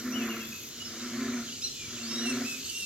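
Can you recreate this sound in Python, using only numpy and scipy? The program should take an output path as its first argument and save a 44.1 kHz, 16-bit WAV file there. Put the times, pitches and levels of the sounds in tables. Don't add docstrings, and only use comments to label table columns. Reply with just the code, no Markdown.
import sys
import numpy as np
from scipy import signal
from scipy.fft import rfft, irfft
from scipy.io import wavfile
from scipy.ndimage import uniform_filter1d

SR = 44100
rng = np.random.default_rng(int(sys.argv[2]) if len(sys.argv) > 2 else 0)


def invert_db(level):
    return 10 ** (np.asarray(level, dtype=float) / 20)


def to_wav(s):
    ch = np.atleast_2d(s).T
    pcm = np.round(np.clip(ch, -1, 1) * 32767)
    wavfile.write(sys.argv[1], SR, pcm.astype(np.int16))


N = 125685
T = np.arange(N) / SR


def evened(x):
    return x / np.sqrt(np.mean(x ** 2) + 1e-20)


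def read(points, hz):
    f, value = np.transpose(points)
    return np.interp(np.log(hz + 1), np.log(f + 1), value)


def drift(shape, size):
    once = uniform_filter1d(rng.standard_normal(shape), size)
    return evened(uniform_filter1d(once, size))


def add(mix, s, sound):
    i = round(s * SR)
    part = mix[max(i, 0):max(i + len(sound), 0)]
    part += sound[max(-i, 0):][:len(part)]


def follow(curve):
    s, hz, db = np.transpose(curve)
    t = np.arange(s[0], s[-1], 1 / SR)
    ends = np.clip(np.minimum(t - s[0], s[-1] - t) / 0.0018, 0, 1)
    pitch = uniform_filter1d(np.interp(t, s, hz), size=200)
    level = uniform_filter1d(np.interp(t, s, db), size=200)
    return pitch, ends * invert_db(level)


def tail(x, t60):
    t = np.arange(SR // 2) / SR
    taps = rng.standard_normal((2, len(t))) * (rng.random((2, len(t))) < .05)
    taps = taps * invert_db(-60 * t / t60) * (t > .006)
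    taps = taps / np.linalg.norm(taps, axis=1)[:, None]
    return signal.fftconvolve(x[None], taps, axes=1)[:, :N]


def hiss(spectrum, patchy_db, lag_s):
    # f/Hz, likeness [0-1]
    coherence = [(60, 1), (300, 0.92), (1500, 0.19), (3000, 0.93), (6800, 0.24), (15000, 0.13)]
    frames, hz = N // 512 + 6, np.fft.rfftfreq(2048, 1 / SR)
    a, b, c, d, patches = rng.standard_normal((frames, 1025, 5)).T
    patches = uniform_filter1d(patches, size=12, axis=0)
    patches = evened(uniform_filter1d(patches, size=8, axis=1))
    same = np.clip(read(coherence, hz), -1, 1)[:, None]
    left, other = a + 1j * b, c + 1j * d
    delay = np.exp(2j * np.pi * hz * lag_s)[:, None]
    right = same * left * delay + np.sqrt(1 - same ** 2) * other
    z = np.array([left, right]) * invert_db(read(spectrum, hz)[:, None] + patchy_db * patches)
    return evened(signal.istft(z, nperseg=2048, noverlap=1536)[1][:, :N])


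def outdoor_rumble():
    # f/Hz, level/dB per Hz
    low_spectrum = [(20, -28), (100, -4), (200, -8), (400, -8.5), (700, -28), (2400, -20)]
    return invert_db(-52.5) * hiss(low_spectrum + [(3000, -69)], patchy_db=1.74, lag_s=0)


def insect_chorus():
    # t/s, level/dB
    swell = [(0, -2.5), (.6, -1.5), (1.0, 0), (2.0, 1.5), (2.85, 3.5)]
    # f/Hz, level/dB per Hz
    chorus_spectrum = [(2300, -12.5), (2700, -2.5), (4100, 1), (5200, -1), (6700, 3.5), (7500, -3),
                       (8300, -13.5), (10000, -17)]
    level = invert_db(-42.5 + np.interp(T, *np.transpose(swell)))
    return level * hiss([(1900, -32)] + chorus_spectrum + [(13000, -35)], patchy_db=2.0, lag_s=5e-5)


def insect_air():
    # f/Hz, level/dB per Hz
    air_spectrum = [(9000, -11), (13000, -1), (15900, -9.5)]
    return invert_db(-55.5) * hiss([(7000, -36)] + air_spectrum, patchy_db=-3.0, lag_s=5e-5)


def katydid():
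    # t/s, level/dB
    buzz = [(0, -58.5), (.35, -53), (.69, -54), (.72, -67), (2.0, -69), (2.5, -54), (2.85, -54)]
    centre_hz, width_hz = 12770, 1730
    strokes_per_s, first_stroke_s = 55.3, .3815
    band = signal.butter(2, [centre_hz - width_hz / 2, centre_hz + width_hz / 2], "band", fs=SR)
    a, b = evened(signal.lfilter(*band, rng.standard_normal((2, N))))
    sharpness = np.where(T < 1, .7, .25)
    phase = 2 * np.pi * strokes_per_s * (T - first_stroke_s)
    strokes = evened(np.exp(sharpness * np.cos(phase)))
    scraping = np.array([a, 0.6 * a + 0.94 * b])
    return invert_db(np.interp(T, *np.transpose(buzz))) * strokes * scraping


def note(curve, tones_db):
    flutter_db = 2.5
    hz, gain = follow(curve)
    turns = np.cumsum(hz * (1 + .002 * drift(len(hz), 60))) / SR
    k = np.arange(1, len(tones_db) + 1)[:, None]
    db = np.array(tones_db)[:, None] + flutter_db * drift((len(k), len(hz)), 220)
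    partials = invert_db(db) * np.sin(2 * np.pi * k * turns)
    return np.sqrt(2) * gain * partials.sum(0)


def whistle(s, length, db, a, b):
    return note([(s, a, db - 6),
                 (s + .25 * length, .8 * a + .2 * b, db),
                 (s + .7 * length, .35 * a + .65 * b, db),
                 (s + length, b, db - 6)], [0])


def bank(x, lag_s, pan_db, trees_db):
    delay = np.exp(-2j * np.pi * np.fft.rfftfreq(N, 1 / SR) * lag_s)
    late = irfft(rfft(x) * delay, N)
    direct = np.array([late * invert_db(pan_db / 2), x * invert_db(-pan_db / 2)])
    direct = direct * invert_db(2 * drift((2, N), 300))
    return direct + invert_db(trees_db) * tail(x, t60=.45)


def left_birds():
    # t/s, length/s, level/dB, from f/Hz, to f/Hz
    phrase = [(0.124, 0.024, -46.5, 2646, 2850), (0.142, 0.051, -40.5, 2980, 2894),
              (0.191, 0.023, -42.5, 2780, 2660), (0.209, 0.041, -44, 2670, 2480),
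              (0.293, 0.018, -42.5, 2800, 2840), (0.314, 0.0114, -39, 2843, 2670),
              (0.324, 0.0297, -45, 2660, 2480), (.404, 0.059, -51, 3213, 3520),
              (.405, .016, -42.5, 2750, 2660), (0.42, 0.026, -45.5, 2656, 2490),
              (.52, 0.016, -44, 2606, 2440), (0.542, 0.025, -49.5, 2513, 2650),
              (0.629, 0.019, -49, 2590, 2460)]
    out = np.zeros(N)
    for row in phrase:
        add(out, row[0], whistle(*row))
    return bank(out, lag_s=-5e-5, pan_db=6, trees_db=-2)


def right_birds():
    # t/s, length/s, level/dB, from f/Hz, to f/Hz
    whistles = [
        (-.01, .03, -47, 5950, 5500),
        (.12, .032, -44, 5950, 5400),
        (.798, .05, -45, 2880, 2960),
        (.848, .035, -46, 5600, 4950),
        (.995, .03, -49, 4100, 3650),
        (2.09, 0.08, -48, 3740, 3830),
        (2.15, .07, -42, 3820, 3870),
        (2.21, 0.1, -46, 3930, 4240),
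                (.85, .06, -52, 2960, 2950),
        (1.465, .04, -47, 3450, 2600),
        (1.515, .037, -47, 2850, 3050),
        (1.664, .026, -43, 5800, 4500),
        (1.75, .14, -52, 2520, 2250),
        (1.935, .022, -48, 3400, 3350),
        (1.955, .035, -46, 3350, 2300),
        (2.0, .03, -47, 2680, 2850),
        (2.322, .016, -46, 4600, 4400),
    ]
    # t/s, fundamental f/Hz, level/dB
    arch = [(1.62, 1150, -50), (1.632, 1320, -40), (1.645, 1380, -36), (1.66, 1370, -39),
            (1.672, 1280, -41), (1.685, 1135, -44)]
    # t/s, fundamental f/Hz, level/dB
    risers = [
        [(1.61, 2330, -49), (1.625, 2600, -42), (1.64, 2890, -39), (1.662, 2905, -37), (1.675, 2910, -44),
         (1.69, 2915, -52)],
        [(2.03, 2170, -46), (2.062, 2270, -41), (2.09, 2680, -45), (2.12, 2735, -40), (2.16, 2780, -43),
         (2.2, 2825, -39), (2.26, 2890, -45), (2.34, 2930, -48)],
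    ]
    # t/s, fundamental f/Hz, level/dB
    slurs = [
        [(2.195, 2860, -53), (2.245, 2884, -44), (2.262, 2770, -38), (2.28, 2724, -36.5), (2.305, 2684, -34.5),
         (2.328, 2530, -49.5)],
        [(2.443, 2385, -50), (2.465, 2620, -40), (2.5, 2600, -41), (2.535, 2570, -41), (2.56, 2500, -46),
         (2.59, 2220, -56)],
        [(2.68, 3097, -53), (2.7, 2960, -41), (2.722, 2800, -49), (2.74, 2750, -43.5), (2.762, 2772, -38.5),
         (2.785, 2800, -42.5), (2.82, 2760, -40), (2.87, 2606, -46)],
    ]
    # t/s, fundamental f/Hz, level/dB
    nasal = [(2.635, 1370, -58), (2.655, 1500, -50), (2.68, 1530, -46), (2.705, 1545, -47),
             (2.735, 1530, -55)]
    arch_tones = [-30, -14, 0, -9, -11, -18]
    riser_tones = [-15, 0, -15, -30]
    slur_tones = [0, -10, -9, -17]
    nasal_tones = [-27, -8, 0, -1, 0, -8]
    out = np.zeros(N)
    for row in whistles:
        add(out, row[0], whistle(*row))
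    for curves, tones in (([arch], arch_tones), (risers, riser_tones),
                          (slurs, slur_tones), ([nasal], nasal_tones)):
        for curve in curves:
            add(out, curve[0][0], note(curve, tones))
    return bank(out, lag_s=6e-5, pan_db=-3, trees_db=-6)


def croak(curve, thin_db):
    # f/Hz, level/dB
    voice = [(115, -29.5), (250, 1), (335, -13), (360, -10.5), (395, -16.5), (480, -25), (1000, -25),
             (2200, -21.5)]
    # f/Hz, width/Hz, level/dB
    mouth = [(710, 20, 7.5), (1367, 88, 8.5), (1750, 41, 6)]
    top_hz, jitter, waver_db, rasp_db = 2900, 0.0062, 3, -1.5
    loud, overtone_share = invert_db(-57.5), 0.82
    hz, gain = follow(curve)
    turns = np.cumsum(hz * (1 + jitter * drift(len(hz), 500))) / SR
    k = np.arange(1, 25)[:, None]
    db = read(voice, k * hz) + thin_db * (k > 2)
    db = db - 150 * np.clip(k * hz / top_hz - .8, 0, 9)
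    db = db + sum(peak_db * np.exp(-((k * hz - f) / wide) ** 2) for f, wide, peak_db in mouth)
    db = db + waver_db * np.minimum(k / 4, 1) * drift(db.shape, 500)
    effort = loud * (gain / loud) ** np.where(k > 4, overtone_share, 1)
    rasp = 1 + invert_db(rasp_db) * (k > 3) * drift(db.shape, 100)
    partials = np.cos(2 * np.pi * (k * turns + rng.random(k.shape)))
    return np.sqrt(2) * (effort * invert_db(db) * rasp * partials).sum(0)


def far_frogs():
    # t/s, length/s, level/dB, pulse rate f/Hz
    far_calls = [(-.05, 0.22, -44.5, 109.4), (0.2, 0.15, -43, 119.5), (0.453, 0.24, -58, 112.6),
                 (.62, 0.45, -57.5, 113.8), (0.659, 0.35, -54, 119.7), (0.854, 0.32, -45.5, 110.5),
                 (0.882, 0.25, -53, 119.4), (1.504, 0.3, -64, 121.2), (1.753, 0.22, -60, 107.6),
                 (1.804, 0.31, -50.5, 122.2), (2.453, 0.3, -59.5, 122.1), (2.686, .3, -64.5, 106.6)]
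    out = np.zeros(N)
    for s, length, db, hz in far_calls:
        curve = [(s, hz * .98, db - 11.5),
                 (s + 0.344 * length, hz, db),
                 (s + 0.712 * length, hz, db),
                 (s + length, hz * 0.89, db - 10)]
        add(out, s, croak(curve, thin_db=3.5))
    return out


def near_frogs():
    # t/s, pulse rate f/Hz, effort level/dB
    high_calls = [
        [(-.05, 118.2, -72), (.06, 123.5, -36), (.14, 126.9, -38), (.21, 130.8, -34.5), (.27, 127.8, -37),
         (.33, 121.2, -54)],
        [(.97, 121.3, -60), (1.05, 121.7, -37), (1.1, 123.1, -49.5), (1.15, 126.3, -41), (1.22, 129.8, -33.5),
         (1.3, 131, -35), (1.36, 132.7, -46.5), (1.42, 133.6, -46.5), (1.52, 128, -62)],
        [(2.1, 120.5, -48), (2.15, 121.4, -40.5), (2.2, 125.4, -43), (2.25, 127.1, -44), (2.3, 129.5, -33),
         (2.4, 134.4, -33.5), (2.45, 131.4, -37), (2.5, 129.2, -48), (2.64, 131.3, -54)],
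    ]
    # t/s, pulse rate f/Hz, effort level/dB
    low_calls = [
        [(.1, 111.8, -49), (.16, 111.7, -35.5), (.21, 115.5, -33), (.3, 112.2, -33.5), (.4, 113.9, -35),
         (.45, 112.7, -43), (.56, 110, -58.5)],
        [(1.08, 116, -46.5), (1.15, 116.5, -36), (1.2, 115.4, -39), (1.25, 116.2, -36.5), (1.31, 120.6, -37),
         (1.35, 122.7, -34), (1.4, 117.2, -38), (1.45, 114.6, -46.5), (1.53, 115.8, -54.5)],
        [(1.9, 111.7, -48.5), (2.0, 118.6, -47), (2.06, 113.9, -42), (2.15, 114.2, -38), (2.22, 115.5, -35.5),
         (2.3, 121, -36), (2.4, 122.8, -36), (2.45, 114.9, -40.5), (2.56, 115.2, -64)],
    ]
    out = np.zeros(N)
    for calls, thin_db in ((high_calls, -1), (low_calls, 0)):
        for curve in calls:
            add(out, curve[0][0], croak(curve, thin_db))
    return out


def frogs():
    notch_hz, notch_wide_hz, notch_db = 862, 70.4, -18.5
    calls = near_frogs() + far_frogs()
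    wet = tail(calls, t60=0.96)
    bass = signal.butter(2, 600, fs=SR)
    wet = wet + signal.filtfilt(*bass, wet.mean(0) - wet)
    hz = np.fft.rfftfreq(N, 1 / SR)
    dip = invert_db(notch_db * np.exp(-((hz - notch_hz) / notch_wide_hz) ** 2))
    return irfft(rfft(calls + invert_db(-7) * wet) * dip, N)


def scene():
    background = outdoor_rumble() + insect_chorus() + insect_air()
    return background + katydid() + left_birds() + right_birds() + frogs()


def roll_off(x):
    return signal.sosfilt(signal.butter(12, 16130, fs=SR, output="sos"), x)


def record(dry):
    return roll_off(dry)


dry = scene()
out = record(dry)
to_wav(out)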